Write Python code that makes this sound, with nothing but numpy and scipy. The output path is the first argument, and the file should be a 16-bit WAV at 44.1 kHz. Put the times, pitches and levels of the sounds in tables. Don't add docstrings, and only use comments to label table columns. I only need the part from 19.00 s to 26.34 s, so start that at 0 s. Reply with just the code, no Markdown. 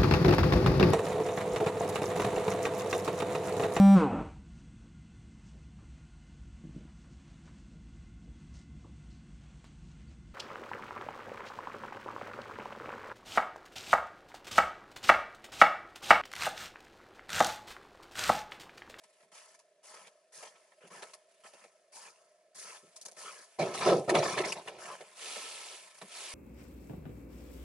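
import sys
import numpy as np
from scipy import signal
from scipy.fft import rfft, irfft, next_fast_len
from scipy.io import wavfile
from scipy.ndimage import uniform_filter1d, map_coordinates

SR = 44100
rng = np.random.default_rng(int(sys.argv[2]) if len(sys.argv) > 2 else 0)


def transcribe(u):
    v = np.clip(np.atleast_2d(u).T, -1, 1)
    q = np.round(v * 32767).astype(np.int16)
    wavfile.write(sys.argv[1], SR, q)


N = 323694
TIME = np.arange(N) / SR


# start_s, hold_s, creak_db, crunch_db, powder_db
TREADS = [(4.583, 0.048, -26, -32.5, -46.5), (4.65, 0.16, -41.5, -45, -54.5),
          (4.732, 0.14, -63, -42, -44.5), (4.802, 0.11, -40, -31.5, -52), (4.853, 0.085, -19.5, -34, -46),
          (4.958, 0.023, -32, -71, -52.5), (5.074, 0.045, -24.5, -37.5, -53),
          (5.136, 0.056, -22.5, -29, -43), (5.218, 0.13, -36.5, -32.5, -41.5),
          (5.364, 0.047, -32.5, -32.5, -45), (5.43, 0.07, -40, -39.5, -44.5), (5.55, 0.039, -48, -41, -59),
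          (5.653, 0.27, -49, -52.5, -63.5)]
# frequency_hz, level_db
NEAR_CREAK = [(20, -46), (55, -47), (110, -14), (170, -4), (215, -9), (280, -16), (335, -2), (385, 2),
              (480, -3.5), (610, -0.5), (760, -8.5), (950, -29), (1300, -40), (2100, -97)]
NEAR_RASP = [(300, -23), (520, -8.5), (680, 4.5), (980, -6.5), (1300, -6), (2200, -55)]
NEAR_CRUNCH = [(500, -28), (900, 3), (1300, -0.5), (1600, 0.5), (2300, 2), (3100, -6), (4200, -7),
               (7000, -119)]
NEAR_POWDER = [(2000, -19), (3000, -11.5), (4500, -7), (6000, -6.5), (7500, -12), (11500, -12)]

def close_treads(attack_s=0.01, sag_db_per_s=26.5, releases_db_per_s=(227, 405, 324)):
    gains = np.zeros((3, N))
    for start, hold, *levels_db in TREADS:
        for gain, db, release in zip(gains, levels_db, releases_db_per_s):
            gain += amp(db) * envelope(start, hold, attack_s, sag_db_per_s, release)
    creak, crunch, powder = gains
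    rasp = np.sqrt(creak * crunch)
    return (creak * amp(-3.5) * grains(NEAR_CREAK, per_s=420, spread_db=0.5, clump_db=2, clump_hz=120,
                                       smear=0.36, patchy_db=2)
            + rasp * amp(-4.5) * grains(NEAR_RASP, per_s=250, spread_db=1.5, clump_db=2, clump_hz=190,
                                        smear=0.43, patchy_db=5)
            + crunch * amp(-6) * grains(NEAR_CRUNCH, per_s=1400, spread_db=0.5, clump_db=2.4,
                                        clump_hz=73, smear=0.96, patchy_db=6.5)
            + powder * amp(2) * grains(NEAR_POWDER, per_s=6000, spread_db=1.5, clump_db=3, clump_hz=79,
                                       smear=1.6, patchy_db=4))


# start_s, full_weight_after_s, lift_after_s, creak_db, crunch_db, powder_db
STEPS = [(0.315, 0.066, 0.23, -63, -59, -59.5), (0.829, 0.13, 0.24, -56, -55, -56.5),
         (1.32, 0.15, 0.16, -53, -53.5, -53.5), (1.805, 0.055, .055, -54.5, -60.5, -73.5),
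         (1.901, 0.052, 0.208, -54, -53, -58), (2.435, 0.013, 0.035, -53, -53.5, -58.5),
         (2.545, 0.072, 0.11, -72, -65, -72), (2.92, 0.15, .17, -57.5, -54.5, -54),
         (3.545, 0.15, 0.23, -54, -51.5, -49.5), (4.163, 0.098, 0.28, -52, -50, -50.5),
         (5.782, 0.12, 0.17, -44.5, -45, -52.5)]
# frequency_hz, level_db
FAR_CREAK = [(50, -41), (110, -33), (185, -7.5), (280, -18), (380, -1.5), (620, 4.5), (850, -5),
             (1400, -47)]
FAR_CRUNCH = [(460, -57.5), (780, -8.5), (1300, 0), (1440, -3.5), (1710, -3), (3200, -9), (4160, -30),
              (7040, -120)]
FAR_POWDER = [(2000, -25.5), (2900, -11), (3700, -6), (4800, 2), (6500, 3), (8000, 0), (10000, 2),
              (11500, -1.5)]

def walking_steps(touch_s=0.0045, sink_s=0.044, lift_decays_s=(0.022, 0.014, 0.038), settle_db=-10):
    gains = np.zeros((3, N + SR))
    t = np.arange(SR) / SR
    for start, full, lift, *levels_db in STEPS:
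        unloading = np.exp(-np.maximum(t - lift, 0) / np.vstack(lift_decays_s))
        unloading = np.maximum(unloading, amp(settle_db))
        contact = (1 - np.exp(-t / touch_s)) * unloading
        weight = crest(t - full, rise_db_per_s=75, fall_db_per_s=58.5)
        sifting = crest(t - sink_s, rise_db_per_s=172, fall_db_per_s=41.5)
        step = contact * amp(np.vstack(levels_db)) * [weight, weight, sifting]
        gains[:, round(start * SR):][:, :SR] += step
    creak, crunch, powder = gains[:, :N]
    creak = creak * amp(-6) * grains(FAR_CREAK, per_s=780, spread_db=2, clump_db=4.5, clump_hz=230,
                                     smear=0.58, patchy_db=7)
    crunch = crunch * amp(-1.5) * grains(FAR_CRUNCH, per_s=1300, spread_db=0.5, clump_db=2,
                                         clump_hz=100, smear=0.94, patchy_db=5)
    powder = powder * amp(1.6) * grains(FAR_POWDER, per_s=4100, spread_db=1.5, clump_db=2.8,
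                                        clump_hz=74, smear=3.2, patchy_db=1.5)
    return creak + panned(crunch, left_db=0.7) + panned(powder, left_db=0.5)


# start_s, low_db, middle_db, high_db
BURSTS = [(0.033, -68, -59.5, -59.5), (0.2, -75, -65, -71), (0.226, -72, -64.5, -68),
          (0.316, -80, -60.5, -60.5), (0.349, -70, -58.5, -55), (0.375, -72, -57.5, -54),
          (0.541, -78, -60, -58.5), (0.589, -78, -61.5, -59.5), (0.94, -61, -55, -54),
          (1.068, -60.5, -54.5, -57.5), (1.424, -48.5, -46, -51), (1.554, -66, -61, -74),
          (1.717, -70, -61.5, -77), (1.869, -69, -60, -57), (2.021, -45.5, -41.5, -47),
          (2.132, -62.5, -52, -47.5), (2.532, -55, -58, -58), (2.637, -53, -57, -62),
          (2.953, -56, -57, -51), (3.958, -70, -59.5, -44.5), (4.011, -65, -70, -46.5),
          (4.051, -55.5, -55, -41.5), (4.079, -60, -58.5, -53), (4.113, -59.5, -70, -56),
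          (4.167, -56, -59, -55), (5.091, -41, -27, -33), (5.148, -36, -25, -38), (5.374, -42, -30.5, -54),
          (5.438, -39, -34, -63), (5.519, -55, -40.5, -35.5), (5.674, -42.5, -38, -48),
          (6.004, -45, -51.5, -55.5), (6.358, -44.5, -45, -58), (7.012, -47, -44, -51)]

def crunches_and_knocks(rise_s=0.0018, burst_s=0.018, tail_db=-22, tail_s=0.063):
    gains = np.zeros((3, N + SR))
    t = np.arange(SR // 4) / SR
    stretch = np.vstack([1.5, 1, 1])
    onset = (1 - np.exp(-t / (rise_s * stretch))) ** 2
    decay = np.exp(-(t / (burst_s * stretch)) ** 2) + amp(tail_db) * np.exp(-t / tail_s)
    for start, *levels_db in BURSTS:
        gains[:, round(start * SR):][:, :len(t)] += amp(np.vstack(levels_db)) * onset * decay
    low, middle, high = gains[:, :N]
    return (low * amp(-1.5) * grains(FAR_CREAK, per_s=660, spread_db=4, clump_db=1, clump_hz=410,
                                     smear=0.32, patchy_db=4)
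            + middle * amp(-2) * grains(NEAR_CRUNCH, per_s=3800, spread_db=0.5, clump_db=1.5,
                                        clump_hz=150, smear=0.52, patchy_db=4.5)
            + high * amp(-1) * grains(FAR_POWDER, per_s=2400, spread_db=7, clump_db=1, clump_hz=550,
                                      smear=0.49, patchy_db=1.5))


# centre_s, half_length_s, pitch_hz, level_db
SQUEAKS = [(2.976, 0.027, 920, -53.5), (4.28, .026, 1300, -44.5), (4.83, 0.018, 2406, -39),
           (4.937, 0.024, 511, -21), (5.124, 0.011, 380, -23), (5.192, 0.0062, 5640, -35.5),
           (5.405, 0.0072, 388, -21), (5.497, 0.014, 5590, -40), (5.526, 0.0056, 2648, -33),
           (5.918, 0.019, 1150, -46.5)]

def squeaks(waver_rad=1.43, knots_per_cycle=0.24, flutter=0.5, low_cut_hz=280):
    out = np.zeros(N)
    for centre, half_length, hz, db in SQUEAKS:
        stray_hz = knots_per_cycle * hz
        slips = np.sin(2 * np.pi * hz * TIME + waver_rad * wobble(stray_hz))
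        slips *= 1 + flutter * wobble(stray_hz)
        out += amp(db) * np.exp(-((TIME - centre) / half_length) ** 2) * slips
    highpass = signal.butter(4, low_cut_hz, 'high', fs=SR, output='sos')
    return panned(signal.sosfilt(highpass, out), left_db=1.2)


# start_s, length_s, level_db
SWISHES = [(6.128, .62, -41), (7.053, .3, -43.5)]
RUSTLES = [(0, 0.23, -70.5), (1.553, 0.59, -73.5), (2.285, 0.21, -69.5), (3.78, 1.4, -68),
           (4.59, 1.073, -62.5), (5.904, 2.4, -59)]
# frequency_hz, level_db
CLOTH = [(71, -64), (120, -41), (220, -17), (276, -16.5), (395, -4.5), (780, -4), (1020, -6.5), (1160, -4),
         (1300, -2), (1510, -6.5), (2570, 0), (3040, -1.5), (11000, -5), (14300, -43), (22000, -120)]
FOLDS = [(60, -38), (170, -15), (300, -22.5), (450, -12.5), (1200, -5.5), (2400, -2.5), (3600, -9),
         (11000, -6)]

def jacket():
    swish = sum(amp(db) * envelope(start, length, attack_s=0.097, sag_db_per_s=14.5, release_db_per_s=107)
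                for start, length, db in SWISHES)
    rustle = sum(amp(db) * envelope(start, length, attack_s=0.005, sag_db_per_s=-3, release_db_per_s=105)
                 for start, length, db in RUSTLES)
    rustle *= amp(0.67 * wobble(21.5))
    sliding = grains(CLOTH, per_s=9000, spread_db=1, clump_db=1.2, clump_hz=91, smear=1.6, patchy_db=1.5)
    folding = grains(FOLDS, per_s=1100, spread_db=1, clump_db=5, clump_hz=66, smear=1.35, patchy_db=2.5)
    return panned(swish * sliding, left_db=-0.6) + rustle * folding


# start_s, level_db
BUMPS = [(0.225, -71.5), (1.833, -59), (1.905, -62), (1.955, -64), (3.824, -60), (6.359, -71), (6.533, -72),
         (7.017, -54)]
# frequency_hz, level_db
JUG_BODY = [(40, -40), (100, -21), (185, -1), (280, -15), (420, -3), (800, -23), (1500, -66)]

def jug():
    thuds = sum(amp(db) * envelope(start, 0.017, attack_s=0.0082, sag_db_per_s=0, release_db_per_s=330)
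                for start, db in BUMPS)
    return thuds * coloured(rng.standard_normal((1, N)), JUG_BODY)


# frequency_hz, level_db
CAMERA_CASE = [(250, -52), (400, -16.5), (520, -26.5), (612, 2), (690, -3.5), (800, -48.5), (2000, -58.5)]

def camera_purr(twitch_hz=30, depth_db=5, level_db=-71.5, delay_s=0.014):
    twitch = amp(depth_db * np.cos(2 * np.pi * twitch_hz * (TIME - delay_s)))
    return amp(level_db) * coloured(twitch * rng.standard_normal((1, N)), CAMERA_CASE)


# frequency_hz, level_db
HUSH = [(20, -68), (80, -39), (170, -9), (280, -16.5), (380, -0.5), (520, 2), (610, 11), (850, -13.5),
        (1800, -6), (3200, -14.5), (11000, -18)]

def still_air(level_db=-73):
    return amp(level_db) * coloured(two_ports(rng.standard_normal(N)), HUSH)


def grains(spectrum, per_s, spread_db, clump_db, clump_hz, smear, patchy_db, window=768):
    clicks = (rng.random(N) < per_s / SR) * rng.choice([-1, 1], N)
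    clicks = clicks * amp(spread_db * rng.standard_normal(N))
    slips = clicks / np.std(clicks) + smear * rng.standard_normal(N)
    avalanches = slips * amp(clump_db * wobble(clump_hz))
    pair = coloured(two_ports(patchy(avalanches, patchy_db)), spectrum)
    power = uniform_filter1d(uniform_filter1d(pair.mean(axis=0) ** 2, window), window)
    return pair / np.sqrt(np.abs(power) + 1e-6)


def patchy(x, depth_db, window=384, frames=9):
    spectra = signal.stft(x, nperseg=window)[2]
    peaks = uniform_filter1d(rng.standard_normal(spectra.shape), size=2, axis=0)
    peaks = uniform_filter1d(peaks, size=frames, axis=1)
    return signal.istft(spectra * amp(depth_db * peaks / np.std(peaks)), nperseg=window)[1][:N]


# time_s, left_port_lag_s
BEARING = [(1, -.00002), (3.7, .000045), (5, .000025)]
# frequency_hz, direct_share
COHERENCE = [(60, 0.99), (450, 0.97), (900, 0.99), (1400, 0.51), (2200, 0.64), (4200, 0.59), (8000, 0.077)]

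def two_ports(x, window=96):
    hz, t, spectra = signal.stft(x, SR, nperseg=window)
    lag_s = np.interp(t, *np.transpose(BEARING))
    share = np.clip(along(COHERENCE, hz), 0, 1)[:, None]
    lag_cycles = lag_s * np.multiply.outer([.5, -.5], hz)[..., None]
    direct = np.sqrt(share) * np.exp(-2j * np.pi * lag_cycles)
    scatter = np.sqrt(2 * (1 - share)) * np.exp(2j * np.pi * rng.random((2, *spectra.shape)))
    return signal.istft(spectra * (direct + scatter), nperseg=window)[1][:, :N]


# centre_hz, width_hz, gain_db
HOUSING = [(1023, 180, 6.5), (1175, 35, -13), (1311, 44, 9), (1410, 530, -3.5), (1760, 99, 4.5),
           (2017, 220, -5.5), (2076, 210, 4), (3520, 35, 7), (3610, 420, -0.5), (4500, 380, 1.5),
           (7140, 930, -0.5)]

def coloured(x, spectrum, taps=4096):
    hz = np.fft.rfftfreq(taps, 1 / SR)
    housing_db = sum(db / (1 + (2 * (hz - centre) / width) ** 2) for centre, width, db in HOUSING)
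    cepstrum = irfft(np.log(amp(along(spectrum, hz) + housing_db) + 1e-6))
    cepstrum[1:taps // 2] *= 2
    cepstrum[taps // 2 + 1:] = 0
    impulse_response = irfft(np.exp(rfft(cepstrum)))
    y = signal.oaconvolve(x, impulse_response[None], axes=1)[:, :N]
    return y / np.std(y.mean(axis=0))


def envelope(start_s, hold_s, attack_s, sag_db_per_s, release_db_per_s):
    t = np.maximum(TIME - start_s, 0)
    fall_db = sag_db_per_s * np.minimum(t, hold_s) + release_db_per_s * np.maximum(t - hold_s, 0)
    return (1 - np.exp(-(t / attack_s) ** 2)) * amp(-fall_db)


def crest(t, rise_db_per_s, fall_db_per_s):
    return amp(np.minimum(rise_db_per_s * t, -fall_db_per_s * t))


def wobble(knots_per_s):
    knots = rng.standard_normal(int(N * knots_per_s / SR) + 4)
    coarse_s = TIME[::16]
    return np.interp(TIME, coarse_s, map_coordinates(knots, [coarse_s * knots_per_s]))


def panned(x, left_db):
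    return x * amp(np.array([[.5], [-.5]]) * left_db)


def filtered(x, response):
    size = next_fast_len(N + SR // 2)
    return irfft(rfft(x, size) * response(np.fft.rfftfreq(size, 1 / SR)), size)[..., :N]


def along(points, hz):
    frequencies, values = np.transpose(points)
    return np.interp(np.log(hz + 1), np.log(frequencies + 1), values)


def amp(db):
    return 10 ** (np.asarray(db) / 20)


def scene():
    movement = walking_steps() + close_treads() + crunches_and_knocks() + squeaks() + jug() + jacket()
    return movement + camera_purr() + still_air()


# frequency_hz, left_minus_right_db
PORT_BALANCE = [(150, -1), (600, -1.45), (1150, 2.5), (2100, -3), (4000, 0.5), (10000, 0.8)]

def record(dry, low_cut_hz=71, top_hz=11100):
    pair = filtered(dry, lambda hz: panned(1, left_db=along(PORT_BALANCE, hz)))
    pair = signal.sosfilt(signal.butter(2, low_cut_hz, 'high', fs=SR, output='sos'), pair)
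    return filtered(pair, lambda hz: 1 / np.sqrt(1 + np.minimum(hz / top_hz, 2) ** 300))


dry = scene()
out = record(dry)
transcribe(out)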